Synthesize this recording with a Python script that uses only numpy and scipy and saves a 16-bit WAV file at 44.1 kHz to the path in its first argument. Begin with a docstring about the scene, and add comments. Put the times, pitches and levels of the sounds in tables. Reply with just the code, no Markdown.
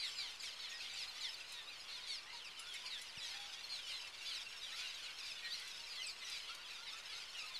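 """Rasping calls of nearby cliff swallows stand over the chatter of a colony nesting under a steel bridge.
Each caller sounds both sides of its syrinx: two falling voices, their combination tones and a rough hiss.
One-voiced peeps, whines and chirps, a flock of shorter calls over shaped noise, and faint low notes fill in.
Noise-burst ticks, metallic tinks and one low knock punctuate; the girders echo the birds, ticks and tinks.
A soft outdoor rush of shaped noise lies beneath; both channels are the same."""
import sys
import numpy as np
from scipy import signal
from scipy.fft import rfft, irfft, next_fast_len
from scipy.io import wavfile
from scipy.ndimage import map_coordinates

SR = 44100
rng = np.random.default_rng(int(sys.argv[2]) if len(sys.argv) > 2 else 0)


def wav_record(signal):
    """Record a signal, one row per channel, as 16-bit PCM in the file named by sys.argv[1]."""
    frames = np.transpose(np.atleast_2d(signal))
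    bounded = np.clip(frames, -1, 1)
    # unit amplitude maps onto the largest positive 16-bit level
    quanta = np.round(bounded * 32767).astype(np.int16)
    wavfile.write(sys.argv[1], SR, quanta)


N = 335050
TOP_HZ = 13930  # upper band limit


def amp(db):
    """Decibels to gain."""
    return 10 ** (np.asarray(db) / 20)


def unit(x):
    """Scale to rms 1."""
    return x / np.sqrt(np.mean(x ** 2) + 1e-20)


def along(points, hz):
    """(Hz, value) points interpolated on a log-frequency axis."""
    point_hz, values = np.transpose(points)
    return np.interp(np.log(hz + 1), np.log(point_hz), values)


def wobble(rate_hz, n):
    """Smooth random curve of n samples with rate_hz knots a second."""
    knots = rng.standard_normal(int(n * rate_hz / SR) + 4)
    return map_coordinates(knots, [np.arange(n) * rate_hz / SR])


def filtered(x, response):
    """Multiply the spectrum of x by a response of frequency."""
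    size = next_fast_len(len(x) + 8192)
    spectrum = rfft(x, size) * response(np.fft.rfftfreq(size, 1 / SR))
    return irfft(spectrum, size)[:len(x)]


def noise(spectrum):
    """Coloured noise of rms 1."""
    white = rng.standard_normal(N)
    return unit(filtered(white, lambda hz: amp(along(spectrum, hz))))


def add(track, start_s, sound):
    """Mix a sound into the track, trimmed to its ends."""
    i = round(start_s * SR)
    part = sound[max(-i, 0):max(N - i, 0)]
    track[max(i, 0):max(i, 0) + len(part)] += part


def air_pressure(length_s, peak):
    """Note progress u (0-1, soft overhangs) and driving pressure, rms 1 over length_s."""
    u = np.arange(-.1, 1.1, 1 / (length_s * SR))
    swell = np.interp(u, [-.1, .06, np.clip(peak, .2, .8), .94, 1.1], [0, .6, 1, .6, 0])
    return u, swell / np.sqrt(np.sum(swell ** 2) / (length_s * SR))


def glide(mid_hz, rise_oct, arch_oct=0):
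    """Start, middle and end pitch: a rise in octaves, both ends lowered by the arch."""
    octaves = rise_oct * np.array([-.5, 0, .5]) - arch_oct * np.array([1, 0, 1])
    return mid_hz * 2 ** octaves


def voice(u, glide_hz, jitter):
    """Phase of one side of the syrinx: a parabolic glide through three pitches, with a fast tremble."""
    hz = np.polyval(np.polyfit([0, .5, 1], glide_hz, 2), u)
    trembling_hz = hz * (1 + jitter * wobble(791.0, len(u)))
    return 2 * np.pi * np.cumsum(trembling_hz) / SR


# throat and open-beak resonance: (freq_hz, gain_db)
THROAT_RESONANCE = [(1500, -11.5), (2300, -8.5), (3500, -9.5), (5000, -6), (6200, -12.5), (8000, -12.5),
                    (11000, -10), (14000, -24)]


def partials(phases, levels_db, flutter_db, fade_db=1.76):
    """Sines at given rms: throat resonance shapes each glide, with flutter and slower fades as the bird turns."""
    out = 0
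    for phase, db in zip(phases, levels_db):
        hz = np.abs(np.gradient(phase)) * SR / (2 * np.pi)
        throat_db = along(THROAT_RESONANCE, hz)
        motion_db = flutter_db * wobble(423, len(phase)) + fade_db * wobble(53.0, len(phase))
        envelope = unit(amp(throat_db + motion_db))
        out = out + np.sqrt(2) * amp(db) * envelope * np.sin(phase)
    return out


# upper combination tones, in the order of the ladder below: relative level_db
LADDER_LEVELS = [-0.5, -0.5, -4, -6.5, -5.5, -6.5]


def two_voices(u, low_hz, high_hz, levels_db, upper_db, jitter, flutter_db):
    """Coupled syrinx sides: two voices, an octave, a sum tone and a ladder of higher combination tones."""
    low, high = voice(u, low_hz, jitter), voice(u, high_hz, jitter)
    ladder = [3 * low, 2 * high, 2 * low + high, 4 * low, low + 2 * high, 3 * low + high]
    ladder_db = upper_db + np.array(LADDER_LEVELS) + 2 * rng.standard_normal(len(ladder))
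    phases = [low, 2 * low, high, low + high, *ladder]
    return partials(phases, [*levels_db, *ladder_db], flutter_db)


def bounced(sound, bounce_db=-11.5):
    """Add a bounce off the nearest girder, 2-13 ms late; on a glide the two beat and roughen the tone."""
    lag = round((.002 + .011 * rng.random()) * SR)
    both = np.pad(sound, (0, lag)) + amp(bounce_db) * np.pad(sound, (lag, 0))
    return both / np.hypot(1, amp(bounce_db))


# two-voiced calls: (start_s, length_s, arch_oct, low_hz, low_fall_oct, high_hz, high_fall_oct,
#                    low_octave_db, high_db, rasp_ref_db); pitches at mid-note
NEAR_CALLS = [(0.0, 0.093, 0.075, 2153, 0.46, 3810, 0.43, -47, -47, -63.5),
              (0.164, 0.12, 0.046, 2250, 0.42, 3670, 0.58, -49.5, -52.5, -65.5),
              (0.184, 0.049, 0.026, 2300, 0.18, 4160, 0.23, -54, -53, -74),
              (0.424, 0.072, 0, 2150, 0.52, 3450, 0.46, -54, -52.5, -57.5),
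              (0.6, 0.095, 0.088, 2130, 0.3, 3510, 0.5, -53.5, -55, -84),
              (0.791, 0.096, 0.034, 2090, 0.47, 3550, 0.63, -60, -56, -71),
              (0.943, 0.11, 0.052, 2194, 0.35, 3500, 0.54, -53.5, -60, -65),
              (1.207, 0.096, 0.03, 2120, 0.49, 3540, 0.6, -52.5, -48.5, -63),
              (1.518, 0.12, -0.0013, 1870, 0.2, 3810, 0.43, -56, -66, -77),
              (1.888, 0.11, 0.057, 2150, 0.26, 3790, 0.45, -58, -53.5, -68.5),
              (2.012, .065, 0.026, 2095, .24, 3700, 0.2, -59, -57.5, -79),
              (2.073, 0.089, 0.038, 2206, 0.14, 3700, 0.42, -49, -52, -60),
              (2.323, 0.092, 0.06, 2220, 0.29, 3970, 0.33, -60, -57.5, -68),
              (2.853, .033, .02, 2360, 0.071, 4300, .08, -54, -54, -65.5),
              (2.902, .06, .02, 2014, 0.32, 3780, 0.25, -53, -51.5, -70),
              (2.944, .052, .01, 1740, 0.223, 3270, 0.238, -54, -56, -71),
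              (3.203, 0.065, 0.0035, 1940, 0.1, 3390, 0.238, -52.5, -54, -61),
              (3.255, 0.1, 0.0052, 2145, 0.17, 3310, 0.56, -59, -69, -63.5),
              (3.695, 0.088, 0.11, 2304, 0.31, 4180, .28, -57, -49.5, -65.5),
              (3.871, 0.073, 0.03, 2190, 0.037, 3100, 0.37, -62, -53, -60),
              (3.903, 0.099, 0.034, 2057, 0.096, 3590, 0.4, -54, -56, -70),
              (4.251, 0.074, 0.011, 2330, .25, 4190, 0.19, -54, -58, -73),
              (4.31, 0.096, 0.11, 2147, 0.34, 3966, 0.38, -58, -50.5, -67),
              (4.757, .08, .05, 2250, 0.16, 3150, 0.196, -55.5, -62, -62),
              (5.022, 0.057, 0.024, 2140, 0.23, 4120, 0.21, -62, -54.5, -69),
              (5.229, 0.092, 0.11, 2370, 0.29, 4020, 0.42, -57, -56, -68),
              (5.522, 0.072, 0.047, 2147, 0.21, 3560, .3, -57, -68, -61),
              (5.895, .075, 0.065, 2360, 0.21, 4150, 0.3, -54, -58, -67),
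              (6.072, 0.055, 0.024, 2540, 0.28, 4550, 0.36, -58, -51, -66),
              (6.214, 0.08, 0.023, 1980, 0.2, 3880, 0.33, -66, -62, -67),
              (6.308, 0.068, 0.093, 2400, 0.15, 3820, 0.42, -51.5, -57, -70),
              (6.477, 0.063, 0.043, 2166, 0.19, 3700, 0.52, -58, -61, -70),
              (6.864, 0.054, 0.04, 2280, 0.22, 3720, 0.3, -62, -53.5, -76),
              (7.093, 0.093, .011, 2137, 0.35, 3740, .28, -56, -61, -70)]
# hiss spectrum of a call: (freq_hz, relative db_per_hz)
RASP_SPECTRUM = [(1000, -16.5), (2200, -1), (4300, 2.5), (6500, -22), (8500, -16), (11000, -13.5),
                 (14000, -38)]


def near_calls(rasp_gain_db=3, ladder_gain_db=-5):
    """Closest birds: two-voiced calls with bursts of syrinx hiss; combination tones grow with rasp and voice."""
    fundamental_db, sum_tone_db = -8.5, -2  # relative to the low octave; to rasp_ref_db
    forced_db, ladder_growth = -46.5, .52  # forced voice level; extra ladder fade below it, dB per dB
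    tones, hiss = np.zeros(N), np.zeros(N)
    for (start_s, length_s, arch_oct, low_hz, low_fall_oct, high_hz, high_fall_oct,
         low_octave_db, high_db, rasp_ref_db) in NEAR_CALLS:
        u, pressure = air_pressure(length_s, peak=.47)
        low_glide_hz = glide(low_hz, -low_fall_oct, arch_oct)
        high_glide_hz = glide(high_hz, -high_fall_oct, arch_oct)
        levels_db = [low_octave_db + fundamental_db, low_octave_db, high_db, rasp_ref_db + sum_tone_db]
        softness_db = min(max(low_octave_db, high_db) - forced_db, 0)
        upper_db = rasp_ref_db + ladder_gain_db + ladder_growth * softness_db
        call = two_voices(u, low_glide_hz, high_glide_hz, levels_db, upper_db, jitter=.004, flutter_db=2.6)
        onset_s = start_s + u[0] * length_s
        add(tones, onset_s, bounced(pressure * call))
        add(hiss, onset_s, pressure * amp(rasp_ref_db))
    bursts = unit(amp(3.5 * wobble(500, N)))
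    return tones + amp(rasp_gain_db) * hiss * bursts * noise(RASP_SPECTRUM)


# flock surges and pauses, before mixing and random swell: (time_s, level_db)
FLOCK_LEVEL = [(0.0, -50), (.33, -52.5), (.55, -53.5), (.72, -51), (.87, -50.5), (1.15, -51.5), (1.36, -52),
               (1.6, -52), (1.66, -56), (1.78, -52), (2.1, -54), (2.25, -56.5), (2.36, -56), (2.58, -54.5),
               (2.76, -50), (2.82, -52.5), (2.97, -52), (3.13, -55), (3.3, -49), (3.6, -52.5), (3.97, -50),
               (4.13, -52.5), (4.36, -48), (4.44, -52), (4.52, -49.5), (4.68, -51), (4.82, -48), (4.9, -50),
               (5.08, -51), (5.17, -52.5), (5.3, -50.5), (5.42, -50.5), (5.52, -52), (5.76, -51.5),
               (5.86, -51), (6.08, -53), (6.14, -54.5), (6.36, -48.5), (6.43, -52), (6.52, -52),
               (6.61, -55.5), (6.72, -51.5), (6.81, -54.5), (6.88, -52.5), (7.03, -51.5), (7.42, -52),
               (7.6, -52.5)]
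# blended far voices: (freq_hz, relative db_per_hz)
CHATTER_SPECTRUM = [(710, -50), (1200, -17), (1430, 0), (1680, -6), (2720, 3), (4170, -2.5), (5170, -7.5),
                    (7230, -15), (10300, -17), (13800, -25)]


def flock(count, spread_db=.1, pitch_spread=.13, swell_db=1):
    """Farther birds: shorter, flatter two-voiced scraps, each at its own pitch; the farthest are a noise wash."""
    out = np.zeros(N)
    starts_s = (np.arange(count) + rng.random(count)) / count * (N / SR + .05) - .05
    traits = rng.standard_normal((count, 6))
    for start_s, (size, span, pitch, split, fall, lean) in zip(starts_s, traits):
        u, pressure = air_pressure(.032 * np.exp(.35 * span), .4 + .15 * lean)
        tension = np.exp(pitch_spread * np.clip(pitch, -2, 1.2))
        sweep = .17 + .22 * fall
        low_hz = 2300 * tension * np.array([1.08, 1, .87]) ** sweep
        high_hz = 3350 * tension * np.exp(.09 * split) * np.array([1.16, 1, .82]) ** sweep
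        levels_db = np.array([-5.5, -1.0, 1.3, -6.5]) + 1.7 * rng.standard_normal(4)
        call = two_voices(u, low_hz, high_hz, levels_db, upper_db=-15.5, jitter=.014, flutter_db=4.5)
        add(out, start_s, amp(spread_db * np.clip(size, -2, 1)) * pressure * call)
    surge_db = np.interp(np.arange(N) / SR, *np.transpose(FLOCK_LEVEL))
    level = amp(surge_db + swell_db * wobble(25, N))
    return level * (.78 * unit(out) + .52 * noise(CHATTER_SPECTRUM))


# outdoor rush: (freq_hz, relative db_per_hz)
RUSH_SPECTRUM = [(20, 2), (60, -3), (150, -6.5), (280, -8), (480, -2), (750, -1.5), (1050, 2), (1600, -1),
                 (3000, -2.5), (10000, -39), (14000, -39)]


def outdoor_rush(level_db=-62.5):
    """Steady noise shaped to a soft outdoor rush."""
    return amp(level_db) * noise(RUSH_SPECTRUM)


# echo decay under the bridge: (freq_hz, t60_s)
BRIDGE_DECAY = [(500, 0.39), (3000, 0.25), (10000, 1)]


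def girders(x, echo_db=-10):
    """Bridge underside: a short, dense echo about 3 ms late, decaying noise with a t60 per frequency."""
    hz, t, cells = signal.stft(rng.standard_normal(SR // 2), SR, nperseg=256)
    decay = amp(-60 * t / along(BRIDGE_DECAY, hz)[:, None])
    tail = signal.istft(cells * decay, SR, nperseg=256)[1]
    late_tail = np.pad(tail / np.linalg.norm(tail), (SR // 300, 0))
    return x + amp(echo_db) * signal.fftconvolve(x, late_tail)[:N]


def low_notes(count, centre_hz=1180, level_db=-74):
    """Faint, nearly level sines from all over the colony, at random times and pitches."""
    out = np.zeros(N)
    starts_s = rng.random(count) * N / SR
    for start_s, (span, pitch, sweep) in zip(starts_s, rng.standard_normal((count, 3))):
        u, pressure = air_pressure(.09 * np.exp(.3 * span), .35)
        bend = .025 * (1 + sweep) * np.array([-1, 0, 1])
        glide_hz = centre_hz * np.exp(.22 * np.clip(pitch, -2, 1.5) + bend)
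        add(out, start_s, pressure * np.sin(voice(u, glide_hz, jitter=.008)))
    return amp(level_db) * unit(out)


def one_voice(notes, peak, harmonics_db):
    """One syrinx side alone: short notes sharing a swell shape and overtone levels."""
    out = np.zeros(N)
    for start_s, length_s, mid_hz, rise_oct, arch_oct, level_db in notes:
        u, pressure = air_pressure(length_s, peak)
        phase = voice(u, glide(mid_hz, rise_oct, arch_oct), jitter=.005)
        orders = [k for k in range(1, len(harmonics_db) + 1) if k * mid_hz < TOP_HZ]
        note = partials(np.outer(orders, phase), level_db + np.array(harmonics_db), flutter_db=2.6)
        add(out, start_s + u[0] * length_s, bounced(pressure * note))
    return out


# nearly pure peeps and slurs: (start_s, length_s, mid_hz, rise_oct, arch_oct, level_db)
PEEP_NOTES = [(.06, .032, 8050, 0.5, 0, -64), (.14, 0.076, 7330, -0.14, 0.07, -63.5),
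              (.397, .105, 5850, -0.72, -0.037, -54), (.398, 0.023, 4550, -0.34, 0, -52),
              (.43, .055, 2150, -0.32, 0, -57), (.505, 0.016, 3700, 0, 0.029, -57),
              (.7, .025, 6600, 0, 0.0079, -58.5), (.71, 0.031, 2550, -.3, -0.0049, -56),
              (.72, 0.063, 5200, -0.14, .04, -55), (.803, 0.018, 2620, 0.17, 0.018, -49),
              (.852, .03, 3400, -.25, 0, -52.5), (.935, .013, 7340, -.12, 0, -55.5),
              (.96, 0.053, 3500, -.17, 0, -58), (1.005, 0.053, 3650, -0.4, 0, -54),
              (1.08, .027, 4150, -.07, 0, -49.5), (1.17, 0.024, 5850, .15, 0, -59),
              (1.205, 0.066, 6000, -0.73, 0.0087, -53.5), (1.26, .03, 1950, -.22, 0, -55),
              (1.29, 0.014, 5200, 0, 0, -48.5), (1.342, 0.0097, 4500, .15, 0, -48),
              (1.405, 0.015, 2680, -0.07, 0.0043, -49.5), (1.66, 0.084, 2570, -0.35, -0.024, -58.5),
              (1.67, 0.032, 3890, 0.2, -0.0086, -53), (1.803, .02, 4990, 0.1, -0.013, -55),
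              (1.925, .047, 4280, -0.1, 0.026, -56), (2.118, 0.075, 5230, -.42, .07, -52.5),
              (2.165, .035, 2780, -.2, -0.013, -59), (2.39, .068, 3090, -.42, -.02, -58),
              (2.56, 0.083, 2920, -0.23, -0.013, -57), (2.635, .035, 4500, -0.5, -.05, -62),
              (2.68, 0.071, 3290, -0.2, 0.042, -52), (2.745, 0.026, 2187, .04, 0.043, -51.5),
              (3.075, 0.03, 5360, -0.4, 0, -58), (3.38, 0.097, 3350, -.09, 0, -57),
              (3.635, .035, 4200, -.12, 0, -52), (3.77, 0.13, 3100, -0.35, -.05, -55),
              (4.0, .085, 2700, -0.08, 0, -56), (4.21, .043, 2760, -0.02, 0, -55),
              (4.26, .042, 3500, -0.02, .04, -50), (4.303, .033, 3130, -0.25, 0, -50),
              (4.46, .022, 2740, -0.07, .03, -51.5), (4.612, 0.058, 3830, -0.22, 0.15, -51),
              (4.675, .045, 2980, -0.15, 0, -55), (4.72, 0.042, 3940, .25, .04, -53.5),
              (4.815, .025, 3760, 0.2, 0, -55), (4.88, .02, 6400, .15, 0, -59),
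              (4.94, .02, 6500, .2, 0, -60), (4.94, .035, 3840, -.13, 0, -54),
              (5.01, 0.097, 2890, -0.16, 0, -57.5), (5.03, 0.039, 6970, -.18, .02, -64),
              (5.06, .03, 2560, -0.2, -0.015, -58), (5.305, 0.019, 2610, -.05, 0, -51.5),
              (5.355, 0.039, 3520, -0.14, .02, -59), (5.443, .032, 4100, -0.04, 0, -50),
              (5.465, 0.04, 3520, 0.26, 0, -56), (5.5, .06, 4640, 0.06, .06, -52),
              (5.507, 0.054, 4045, 0.35, .1, -46.5), (5.52, .08, 5560, -.45, .08, -58),
              (5.96, .045, 4170, -.14, -0.01, -57), (5.975, 0.058, 3120, -0.32, -0.025, -49),
              (6.03, .035, 4220, -0.2, 0, -52.5), (6.04, .065, 2480, -.26, 0.015, -53),
              (6.065, 0.013, 8000, -0.14, 0.012, -48.5), (6.245, .026, 5850, 0, .02, -55),
              (6.355, 0.044, 4010, 0.15, .08, -55), (6.47, .06, 3320, -.08, 0.014, -57),
              (6.48, 0.043, 2800, -0.23, 0, -55), (6.635, .04, 3300, -0.2, .02, -57),
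              (6.83, .022, 4250, .2, 0, -57), (7.09, .038, 3370, 0, -0.0062, -57),
              (7.33, .14, 2770, -.26, 0, -56), (7.545, .06, 3920, -0.42, -.06, -50.5)]


def peeps():
    """Nearly pure notes: overtones lie at least 24 dB under the fundamental's set level."""
    return one_voice(PEEP_NOTES, peak=.31, harmonics_db=[0, -24, -25])


# low, reedy whines: (start_s, length_s, mid_hz, rise_oct, level_db)
WHINE_NOTES = [(0.102, 0.27, 764, 0.2, -82), (.68, 0.11, 1870, 0.058, -63), (0.797, 0.24, 780, 0.087, -83),
               (1.094, 0.14, 1187, 0.68, -77), (1.891, 0.16, 1410, 0.35, -75),
               (2.254, 0.076, 1976, 0.32, -66.5), (2.329, 0.041, 947, -0.027, -64.5),
               (2.58, 0.13, 1390, 0.21, -69), (2.799, 0.089, 996, 0.11, -70),
               (2.976, 0.084, 2013, 0.097, -65), (3.34, 0.15, 811, 0.02, -69.5),
               (4.529, 0.036, 1630, 0, -68), (4.711, 0.14, 1400, 0.28, -67), (4.718, 0.04, 1954, 0.38, -62),
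               (5.02, .11, 1490, 0.23, -69.5), (5.431, 0.085, 1884, 0.017, -60.5),
               (5.596, 0.077, 1520, 0.3, -69), (5.602, 0.068, 1995, 0.022, -64),
               (5.973, 0.066, 2040, 0.081, -60), (6.211, .09, 1990, -0.12, -61.5),
               (6.324, 0.085, 2430, -0.3, -62.5), (6.482, 0.055, 1357, 0.22, -62.5),
               (6.578, 0.053, 1440, 0.07, -66), (6.765, 0.067, 1370, 0.12, -69),
               (6.922, 0.057, 1318, 0.13, -64), (7.045, 0.1, 1694, 0.15, -70),
               (7.121, 0.098, 1394, 0.22, -67.5), (7.41, 0.066, 1256, 0.0065, -67),
               (7.49, 0.057, 1047, -0.093, -69.5)]


def whines():
    """Low, reedy notes: four strong harmonics on a straight glide with no arch."""
    notes = [(start_s, length_s, mid_hz, rise_oct, 0, level_db)
             for start_s, length_s, mid_hz, rise_oct, level_db in WHINE_NOTES]
    return one_voice(notes, peak=.48, harmonics_db=[4.5, -1.5, -6.5, -12.5])


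# steep falling chirps: (start_s, length_s, mid_hz, level_db)
CHIRP_NOTES = [(0.266, 0.053, 2890, -61.5), (0.983, 0.059, 2630, -52.5), (1.96, .035, 2640, -60),
               (2.442, 0.05, 2530, -58), (2.858, 0.032, 2540, -53.5), (3.168, 0.04, 2590, -55),
               (3.261, 0.064, 2770, -60), (4.347, 0.046, 2640, -54.5), (4.765, 0.035, 2650, -58),
               (5.187, 0.029, 2650, -55), (5.28, 0.046, 2720, -55), (5.849, 0.04, 2530, -59),
               (6.009, 0.049, 2830, -57), (6.859, .04, 2610, -60), (7.063, 0.095, 2300, -64),
               (7.174, 0.07, 2500, -61), (7.372, 0.061, 2600, -55.5)]


def chirps(fall_oct=.38, arch_oct=-.0331):
    """Steep falls whose octave is about as strong as the fundamental, loudest late."""
    notes = [(start_s, length_s, mid_hz, -fall_oct, arch_oct, level_db)
             for start_s, length_s, mid_hz, level_db in CHIRP_NOTES]
    return one_voice(notes, peak=.8, harmonics_db=[-.5, 0, -14.5, -18])


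# short bright ticks: (start_s, relative level_db)
TICK_STROKES = [(1.521, -55), (2.593, -59), (2.738, -61), (3.015, -56), (5.597, -58), (5.677, -57),
                (6.2984, -56), (6.548, -57)]


def ticks(t60_s=.078, gain_db=-5):
    """Tiny bright snaps: decaying noise bursts, shaped to peak near 4 kHz."""
    out, t = np.zeros(N), np.arange(SR // 20) / SR
    for start_s, level_db in TICK_STROKES:
        decay = amp(level_db + gain_db - 60 * t / t60_s)
        add(out, start_s, decay * rng.standard_normal(len(t)))
    brightness = [(1000, -17), (4000, 17.5), (10000, 12.5), (14000, 1)]  # (freq_hz, gain_db)
    return filtered(out, lambda hz: amp(along(brightness, hz)))


# metallic tinks: (start_s, relative level_db)
TINK_STROKES = [(2.594, -48.5), (2.738, -50), (3.016, -54)]
# their ring: (freq_hz, relative level_db, t60_s)
RING_MODES = [(2240, -3, 0.08), (5060, -1, .08), (7450, -3, 0.07), (9150, -6, 0.07), (10370, -3, 0.11)]


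def tinks(attack_s=.0015, tremble=.0015):
    """Thin metallic rings: decaying, slightly unsteady modes whose balance varies by stroke."""
    out, t = np.zeros(N), np.arange(SR // 4) / SR
    for start_s, stroke_db in TINK_STROKES:
        ring = 0
        for hz, mode_db, t60_s in RING_MODES:
            decay = amp(mode_db + 2 * rng.standard_normal() - 60 * t / t60_s)
            ring = ring + decay * np.sin(voice(t, [hz] * 3, tremble))
        add(out, start_s, amp(stroke_db) * (1 - np.exp(-t / attack_s)) * ring)
    return out


def knock(centre_s=3.1775, width_s=.0018, peak_db=-52):
    """One soft, low knock: a single pulse shaped as a Gaussian's second derivative."""
    out, u = np.zeros(N), np.arange(-SR // 50, SR // 50) / SR / width_s
    add(out, centre_s + u[0] * width_s, amp(peak_db) * (u ** 2 - 1) * np.exp(-u ** 2 / 2))
    return out


def scene():
    """Echoing birds, ticks and tinks over the echo-free rush and knock, the same in both channels."""
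    birds = near_calls() + flock(count=520) + low_notes(count=70) + peeps() + whines() + chirps()
    mono = girders(birds + ticks() + tinks()) + outdoor_rush() + knock()
    return np.array([mono, mono])


def record(dry):
    """Cut everything above the band limit and shift the waveform slightly below zero."""
    dc_offset = -.0004
    return np.array([filtered(channel, lambda hz: hz < TOP_HZ) for channel in dry]) + dc_offset


dry = scene()
out = record(dry)
wav_record(out)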